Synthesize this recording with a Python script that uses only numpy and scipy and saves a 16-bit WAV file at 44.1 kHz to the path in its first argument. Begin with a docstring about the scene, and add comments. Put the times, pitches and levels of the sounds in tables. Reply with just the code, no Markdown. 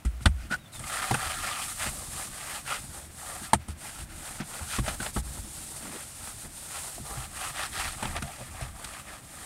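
"""A cloth towel is wiped over a leather seat back and head rest in a car cabin with the doors open.
Its fibres hiss on the leather as filtered noise; the same drag shakes the seat shell, back panel and cushion.
Hand and towel knock the seat now and then, with slaps of noise and dying notes; sticking leather groans.
Behind this, a bird chirps faintly in falling whistles over steady outdoor noise. Both channels are the same."""
import sys
import numpy as np
from scipy import signal
from scipy.fft import rfft, irfft, next_fast_len
from scipy.io import wavfile

SR = 44100
rng = np.random.default_rng(int(sys.argv[2]) if len(sys.argv) > 2 else 0)


def wav_record(signal):
    """Record a signal, one row per channel, as 16-bit PCM in the file named by sys.argv[1]."""
    frames = np.transpose(np.atleast_2d(signal))
    bounded = np.clip(frames, -1, 1)
    # unit amplitude maps onto the largest positive 16-bit level
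    quanta = np.round(bounded * 32767).astype(np.int16)
    wavfile.write(sys.argv[1], SR, quanta)


N = 416744   # length in samples


def from_db(db):
    """Turns decibels into a plain amplitude factor."""
    return 10 ** (np.asarray(db) / 20)


def rms_one(x):
    """Scales a signal so that its average strength (rms) is 1."""
    return x / np.sqrt(np.mean(x ** 2) + 1e-20)


def drift(rate_hz):
    """Slow random wandering of rms 1: noise through two equal one-pole low-passes at rate_hz."""
    step = 40   # worked out at every 40th sample, then joined by straight lines
    r = np.exp(-2 * np.pi * step * rate_hz / SR)
    noise = rng.standard_normal(N // step + 2002)
    slow = signal.lfilter([1], [1, -2 * r, r * r], noise)[2000:]   # skip the filter's start
    return np.interp(np.arange(N) / step, np.arange(len(slow)), rms_one(slow))


def coloured(x, spectrum):
    """Shapes x in frequency by joining the (f/Hz, level/dB) points; the result has rms 1."""
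    size = next_fast_len(N)
    point_hz, point_db = np.transpose(spectrum)
    bin_hz = np.arange(size // 2 + 1) * SR / size
    gain = from_db(np.interp(np.log(bin_hz + 1), np.log(point_hz), point_db))
    return rms_one(irfft(rfft(x, size) * gain, size)[:N])


def ring(clicks, hz, t60):
    """Each unit click starts a sine of height 1 that falls by 60 dB in t60 seconds."""
    r = from_db(-60 / (t60 * SR))
    turn = 2 * np.pi * hz / SR
    return signal.lfilter([0, np.sin(turn)], [1, -2 * r * np.cos(turn), r * r], clicks + 1e-18)


def note(hz, db, rise, t60):
    """A sine that swells within about rise seconds and dies away by 60 dB in t60 seconds."""
    t = np.arange(SR // 3) / SR
    swell = 1 - np.exp(-(t / rise) ** 2)
    return from_db(db - 60 * t / t60) * swell * np.sin(2 * np.pi * hz * t)


def pressure(rise, fall):
    """The hand presses down and lets go again: 0 to 1 to 0, along a sine curve."""
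    up = np.linspace(0, 1, round(rise * SR))
    down = np.linspace(1, 0, round(fall * SR))
    return np.sin(np.pi / 2 * np.r_[up, down])


# relative spectrum of the fibre hiss: f/Hz, level/dB (per Hz)
FIBRE_SPECTRUM = [(880, -64), (1500, -35), (1920, -13.5), (2760, -10), (3130, -10.5), (3530, -8.5),
                  (3740, -7.5), (6050, -8), (8880, 2.5), (11000, -5.5), (15700, -20.5)]
# low modes of cushion and frame: f/Hz, relative level/dB, t60/s
CUSHION_MODES = [(30.4, 1.5, 0.27), (53, -1.5, 0.29), (78, 2.5, 0.21), (98, -14.5, 0.24), (136.7, -1, 0.18),
                 (210, -1.5, 0.086), (256, -12, 0.16), (327, -2, 0.074)]
# resonances of the hollow back panel: f/Hz, width/Hz, relative level/dB, signed weight
PANEL_MODES = [(755, 37, -4.5, 0.75), (1217, 84, 1, -1.09), (1389, 114, 4.5, 0.79)]
# times when the towel is on that panel: from t/s, to t/s, level against the shell/dB
ON_PANEL = [(0.8, 1.786, 0), (1.8, 2.65, -5.5), (3.1, 3.5, -2), (7.0, 8.0, -3), (8.0, 9.446, -5)]


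def wiping():
    """The same drag hisses in the fibres, rings the shell and back panel, and jogs the cushion."""
    drag, shake, taut_db, rock = strokes()
    judder_db = drift(29)   # the grip of the hand is never even
    fibres = coloured(catches(20000, spread_db=2.0), FIBRE_SPECTRUM)
    hiss = fibres * drag * from_db(1.04 * judder_db)

    grain = catches(4000, spread_db=3.0)
    rasp = rms_one(shell(grain, taut_db, patchy_db=1.5))
    hum = rms_one(shell(grain, 0, patchy_db=2.0, modes=PANEL_MODES))
    t = np.arange(N) / SR
    on_panel = sum(from_db(db) * ((t >= start) & (t < end)) for start, end, db in ON_PANEL)
    body = (rasp + hum * on_panel) * shake * from_db(1.2 * judder_db)

    pushes = catches(140, spread_db=2.5)
    jogs = 0
    for hz, db, t60 in CUSHION_MODES:
        jogs = jogs + from_db(db) * ring(pushes * rng.standard_normal(N), hz, t60)
    foam = signal.butter(2, [28, 400], "band", fs=SR, output="sos")   # foam takes the edge off
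    padded = signal.sosfilt(foam, jogs)
    return hiss + body + rms_one(padded) * rock


# strokes of the towel: firmest moment t/s, rise/s, fall/s, fibre hiss level/dB, seat shell level/dB,
# tautness under the hand/(dB per octave), cushion level/dB; levels are before the judder
STROKES = [(0.226, 0.021, .03, -52, -55, 4, -55), (0.46, 0.14, 0.03, -56.5, -54.5, 4, -45),
           (0.528, 0.037, .05, -45, -34, -1, -46), (0.76, 0.045, 0.044, -43.5, -47, -2, -44.5),
           (0.992, .22, 0.24, -37.5, -35, 0.5, -50), (1.289, 0.23, 0.17, -38, -35.5, 1, -43.5),
           (1.492, 0.19, 0.26, -38, -36, 2, -58), (1.68, .12, 0.13, -38.5, -47.5, 2, -48.5),
           (1.857, 0.13, 0.07, -35, -35, 2, -42.5), (2.01, 0.3, 0.17, -40.5, -48, -6, -47.5),
           (2.224, .17, 0.085, -37.5, -40.5, -2.5, -51), (2.55, 0.4, 0.11, -40.5, -41, -0.5, -52.5),
           (2.729, 0.11, 0.1, -39, -34, 0.5, -53), (2.85, 0.11, 0.063, -45, -52.5, -5, -43.5),
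           (2.96, 0.1, 0.15, -43.5, -47, -5, -46), (3.336, 0.26, 0.15, -41, -43, -4, -51.5),
           (3.45, 0.045, 0.045, -42, -44.5, 1.5, -48), (3.51, .04, 0.037, -51, -48, -1, -58),
           (3.62, 0.037, 0.11, -62, -59.5, 1, -52), (3.69, 0.013, 0.055, -48.5, -49.5, 2, -55),
           (3.87, 0.11, 0.14, -43.5, -45, -1, -48.5), (4.0, .1, 0.066, -44.5, -46, 0, -42),
           (4.12, 0.068, .08, -51, -51, -1, -44), (4.3, .2, 0.13, -42, -43, -2.5, -49),
           (4.41, 0.033, 0.044, -60, -37.5, -1, -50), (4.6, 0.2, 0.13, -41, -42, -3, -52),
           (4.74, 0.098, 0.077, -39.5, -40, 1.5, -59), (4.782, 0.13, 0.045, -41, -38.5, 1.5, -41),
           (4.88, 0.081, 0.12, -38, -36.5, -3.5, -42), (5.03, 0.058, 0.11, -37, -39, -2.5, -47),
           (5.18, 0.063, 0.042, -38.5, -53, -6, -40), (5.27, 0.054, 0.42, -43.5, -53, -6, -46.5),
           (5.6, .17, 0.14, -42.5, -52.5, -3.5, -49), (5.76, 0.15, 0.1, -42, -52.5, -11, -50),
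           (5.97, 0.4, 0.14, -43, -44, -2.5, -58), (6.11, 0.15, 0.1, -45, -55, -3, -60),
           (6.256, 0.14, 0.12, -42, -46.5, -3, -47.5), (6.44, 0.15, .055, -43, -53.5, -4, -50),
           (6.62, 0.17, 0.3, -43, -53, -3.5, -61), (6.769, .1, 0.083, -41, -40, -1.5, -67),
           (6.89, 0.18, 0.17, -39.5, -47, -4, -53), (7.1, 0.097, 0.2, -41.5, -44, -7, -47),
           (7.229, 0.13, .075, -44, -43, -0.5, -57), (7.46, 0.2, 0.098, -39, -37.5, 0, -49.5),
           (7.612, 0.11, .11, -39, -33, 0.5, -49), (7.808, 0.13, 0.2, -38.5, -35, 1.5, -44.5),
           (8.049, 0.12, 0.15, -41.5, -38, -2, -41), (8.18, 0.093, 0.034, -51, -37, -2.5, -38.5),
           (8.3, 0.18, 0.48, -47, -47.5, 0, -51.5), (8.616, 0.14, 0.13, -49, -42, -2.5, -42.5),
           (8.82, 0.14, .1, -49.5, -47.5, -4, -57), (8.96, 0.22, 0.098, -46, -44.5, 0, -54),
           (9.1, 0.081, 0.15, -48, -43, -1.5, -52), (9.44, 0.26, .1, -46, -47.5, -2.5, -51)]
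HISS_POWER, SHELL_POWER = 0.98, 2.25   # hiss nearly follows the pressure; the shell needs a firm push
CUSHION_SETTLE_S = 0.041


def strokes():
    """Overlapping strokes add their power; tautness leans to the stroke that shakes the shell most."""
    hiss, shake, taut, rock = np.zeros((4, N + SR))
    for s, rise, fall, hiss_db, shell_db, taut_db, cushion_db in STROKES:
        rise, fall = max(rise, .005), max(fall, .005)
        push = pressure(rise, fall)
        start = round((s - rise) * SR)
        span = slice(start, start + len(push))
        shell_power = (from_db(shell_db) * push ** SHELL_POWER) ** 2
        hiss[span] += (from_db(hiss_db) * push ** HISS_POWER) ** 2
        shake[span] += shell_power
        taut[span] += shell_power * taut_db
        rock[span] += from_db(cushion_db) ** 2 * push
    taut_db = taut / (shake + 1e-12)
    r = np.exp(-1 / (CUSHION_SETTLE_S * SR))
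    settled = signal.lfilter([1 - r], [1, -r], rock[:N])   # the cushion follows the push late
    return np.sqrt(hiss[:N]), np.sqrt(shake[:N]), taut_db[:N], np.sqrt(settled)


def catches(per_s, spread_db):
    """Loops of the towel catch on the leather grain and let go: random clicks of uneven size."""
    sizes = from_db(spread_db * np.minimum(rng.exponential(1, N), 5))
    signs = rng.choice([-1, 1], N)
    happens = rng.random(N) < per_s / SR
    return rms_one(sizes * signs * happens)


# resonances of the seat shell under rubbing and slaps: f/Hz, width/Hz, relative level/dB, signed weight
SHELL_MODES = [(420, 520, -14.5, 0.89), (586, 105, -6.5, -1.05), (790, 165, -1, 0.45),
               (1131, 270, 1, 0.041), (1365, 249, 0, -0.89), (1610, 456, -0.5, 0.68),
               (2028, 503, -3.5, -0.65), (2430, 260, -7, -0.58), (3116, 780, -7, 0.65),
               (4610, 2700, -15.5, -0.71)]


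def shell(force, taut_db, patchy_db, modes=SHELL_MODES):
    """Resonances side by side; a taut spot favours the high ones, and each wavers in level."""
    out = 0
    for hz, width_hz, db, weight in modes:
        r = np.exp(-np.pi * width_hz / SR)
        b = np.array([1, 0, -1]) * (1 - r * r) / 2
        a = [1, -2 * r * np.cos(2 * np.pi * hz / SR), r * r]
        mode = signal.lfilter(b, a, force)
        tilt_db = taut_db * np.log2(hz / 1200)   # tautness tips the balance around 1200 Hz
        out = out + weight * from_db(db + tilt_db + patchy_db * drift(33.0)) * mode
    return out


# knocks and scuffs, with relative levels: t/s, slap level/dB, slap treble level/dB, slap fall/s (by 30 dB),
# tautness/(dB per octave), shell note f/Hz, its level/dB,
# panel level/dB, cushion level/dB, frame level/dB, cabin boom level/dB
KNOCKS = [(0.049, -29.5, -17, 0.046, 1, 1235, -39, -29, -36, -36, -16.5),
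          (0.205, -40, -40, 0.051, 1, 1330, -52, -41, -32, -50, -44),
          (0.256, -2, -1, 0.023, -0.5, 1230, -16, -18, -35, -9.5, -14.5),
          (0.51, -34, -37, 0.031, 6.5, 1370, -38, -29, -45, -54, -55),
          (0.792, -33, -21, 0.11, -5, 1240, -38, -41, -32.5, -53, -51),
          (0.839, -26, -40, 0.015, 1, 2100, -32, -41, -59, -40, -44),
          (1.109, -17, -8, 0.025, -15, 775, -18, -26, -17.5, -33, -41),
          (1.141, -8, -4.5, 0.028, -2.5, 1570, -22, -27, -50, -50, -55),
          (1.862, -17, -23, 0.024, -2, 1490, -36, -34, -30.5, -51, -31.5),
          (2.72, -14, -40, 0.019, 2, 1255, -19, -49, -55, -57, -58),
          (3.416, -45, -40, 0.03, 2, 859, -38, -36, -42, -55, -55),
          (3.532, 1, 9.5, 0.015, -6, 880, -5.5, -21, -23.5, -32, -45),
          (3.541, -16, -10, 0.021, -3.5, 700, -20.5, -31, -41, -24.5, -43),
          (3.683, -41, -19, 0.039, -14.5, 1260, -44, -35, -38, -27.5, -57),
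          (4.402, -29, -30, 0.048, 2.5, 720, -35, -26, -50, -72, -86),
          (4.609, -43, -35, 0.04, -14, 824, -36, -40, -35, -29, -45),
          (4.785, -20, -42, 0.012, -12.5, 1116, -23.5, -22.5, -18, -28, -22),
          (4.878, -15, -35, 0.034, 1.5, 625, -22, -33.5, -49, -48, -54),
          (5.001, -18, -14, 0.019, -0.5, 1520, -25, -30.5, -35, -39, -57),
          (5.061, -15.5, -27, 0.023, 0, 710, -26.5, -48, -55, -49, -52),
          (5.162, -18.5, -32, 0.049, -6.5, 1285, -25, -23.5, -25, -30, -21.5),
          (5.371, -31.5, -48, 0.024, -8, 1300, -39, -42, -50, -50, -56),
          (5.383, -40, -50, 0.022, -8, 700, -55, -55, -44, -31.5, -33.5),
          (6.444, -34.5, -40, 0.074, -5, 587, -47, -41, -50, -39, -46),
          (6.98, -33, -37, 0.019, -11, 690, -32.5, -44, -41, -42, -50),
          (6.999, -47, -43, 0.02, -9, 705, -50, -37, -32.5, -34.5, -46),
          (7.166, -30, -35, 0.047, 0, 810, -39, -47, -27, -50, -41),
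          (7.849, -30, -45, 0.045, -3, 1240, -39, -53, -39, -34, -53),
          (8.025, -16.5, -11.5, 0.033, -2, 870, -25, -30.5, -30, -50, -47),
          (8.053, -19, -30, 0.01, 6, 885, -24, -30, -48, -44, -45),
          (8.162, -18.5, -11, 0.024, 2.5, 690, -22.5, -45, -45, -34, -43),
          (8.222, -16.5, -8, 0.015, 3.5, 1430, -28, -31, -62, -51, -49),
          (8.406, -33, -44, 0.027, 0, 610, -37, -43, -32, -49, -45),
          (8.61, -35, -16, 0.034, 6, 670, -27, -54, -27.5, -38, -31),
          (8.843, -30, -9.5, 0.022, 7.5, 1350, -45, -49, -43, -43, -40)]
# notes of a knock, one group each for panel, cushion, frame and cabin:
# f/Hz, relative level/dB, rise/s, t60/s
STRUCK_NOTES = [
    [(152.6, -3.5, 0.00099, 0.15), (200.8, 1.5, 0.0024, 0.096), (230.4, -3.5, 0.0041, 0.071),
     (333, -4, 0.0032, 0.068)],
    [(123.5, 4, 0.013, 0.14), (109.2, -6, 0.0069, 0.16)],
    [(76.1, 3, 0.0084, .2), (87.5, -6, 0.018, 0.19)],
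    [(57.4, 0, 0.018, 0.38), (64.3, -2, 0.013, 0.36)],
]
# relative spectrum of the bright part of a slap: f/Hz, level/dB (per Hz)
CRACK_SPECTRUM = [(880, -40), (1900, -12), (3000, -8), (4200, -13), (6500, -9), (8800, 5), (10500, -6),
                  (15700, -34)]


def knocks():
    """Each knock is a slap of noise with a bright crack, and notes that swell and die away."""
    slap, bright, taut_db, out = np.zeros((4, N))
    t = np.arange(SR // 3) / SR
    parts = np.array([sum(note(*mode) for mode in modes) for modes in STRUCK_NOTES])
    for s, slap_db, treble_db, fall, spot_db, ring_hz, ring_db, *parts_db in KNOCKS:
        start = round(s * SR)
        span = slice(start, start + len(t))
        attack = np.minimum(t / 0.0036, 1)
        fall = max(fall, .004)
        slap[span] += from_db(slap_db - 30 * t / fall) * attack
        sharp = from_db(-30 * t / (0.2 * fall))
        cabin_tail = 0.22 * from_db(-30 * t / (1.8 * fall))
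        bright[span] += from_db(treble_db) * attack * (sharp + cabin_tail)
        taut_db[span] = spot_db
        out[span] += note(ring_hz, ring_db, rise=0.001, t60=0.033)
        out[span] -= from_db(parts_db) @ parts   # these parts start in the opposite direction
    out += from_db(8) * shell(slap * rng.standard_normal(N), taut_db, patchy_db=2.0)
    return out + from_db(-14.5) * bright * coloured(rng.standard_normal(N), CRACK_SPECTRUM)


# groans and squeaks where the leather sticks: start t/s, nominal length/s (lasts 1.1 times this),
# level/dB (before the flutter), first f/Hz, last f/Hz
GROANS = [(0.367, 0.062, -53, 1400, 1530), (0.497, 0.058, -29.5, 1410, 1500), (5.795, 0.13, -44, 215, 260),
          (5.921, 0.052, -40, 294, 335), (7.708, 0.12, -52, 394, 357), (8.223, 0.098, -41, 696, 725),
          (8.378, 0.05, -42.5, 618, 590)]


def groans():
    """A gliding pitch whose strength flutters at random: a narrow, rough band."""
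    out = np.zeros(N)
    flutter, other = drift(70), drift(70)
    for s, length, db, first_hz, last_hz in GROANS:
        level = from_db(db) * pressure(0.73 * length, 0.37 * length)
        start = round(s * SR)
        span = slice(start, start + len(level))
        turn = 2 * np.pi * np.cumsum(np.linspace(first_hz, last_hz, len(level))) / SR
        out[span] += level * (flutter[span] * np.cos(turn) + other[span] * np.sin(turn))
    return out


# bird calls: start t/s, nominal length/s (lasts 1.19 times this), rms level at the peak/dB
# (before it is broken up), first f/Hz
CHIRPS = [(0.585, .085, -59, 3850), (0.665, .075, -63, 4420), (0.705, .078, -56, 3850)]
CHIRP_DROP_HZ = 485


def bird():
    """Short falling whistles, broken up by distance."""
    out = np.zeros(N)
    broken = from_db(6 * drift(50))
    for s, length, db, top_hz in CHIRPS:
        level = pressure(0.96 * length, 0.23 * length)
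        hz = top_hz - CHIRP_DROP_HZ * np.linspace(0, 1, len(level)) ** 1.5
        whistle = np.sin(2 * np.pi * np.cumsum(hz) / SR)
        start = round(s * SR)
        out[start:start + len(level)] += np.sqrt(2) * from_db(db) * level * whistle
    return out * broken


# relative spectrum of the outdoor noise: f/Hz, level/dB (per Hz)
OUTDOOR_SPECTRUM = [(13, -32), (22, -3), (109, 8.5), (309, -0.5), (430, -9.5), (667, -3), (1010, -9),
                    (1260, -6.5), (2240, -9.5), (4580, -17.5), (6550, -18.5), (8870, -14.5), (15800, -25)]
OUTDOORS_DB = -51.5   # rms level before it wavers


def outdoors():
    """Shaped noise from outside, whose level wavers slightly."""
    level = from_db(OUTDOORS_DB + 1.0 * drift(22))
    return level * coloured(rng.standard_normal(N), OUTDOOR_SPECTRUM)


def scene():
    """All sources add up at one microphone, which feeds both channels."""
    mono = wiping() + knocks() + groans() + bird() + outdoors()
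    return np.stack([mono, mono])


CUTOFF_HZ = 15750


def record(dry):
    """A steep low-pass cuts off the top of the treble."""
    low_pass = signal.ellip(12, .5, 80, CUTOFF_HZ, fs=SR, output="sos")   # 0.5 dB ripple, 80 dB cut
    return signal.sosfilt(low_pass, dry)


dry = scene()
out = record(dry)
wav_record(out)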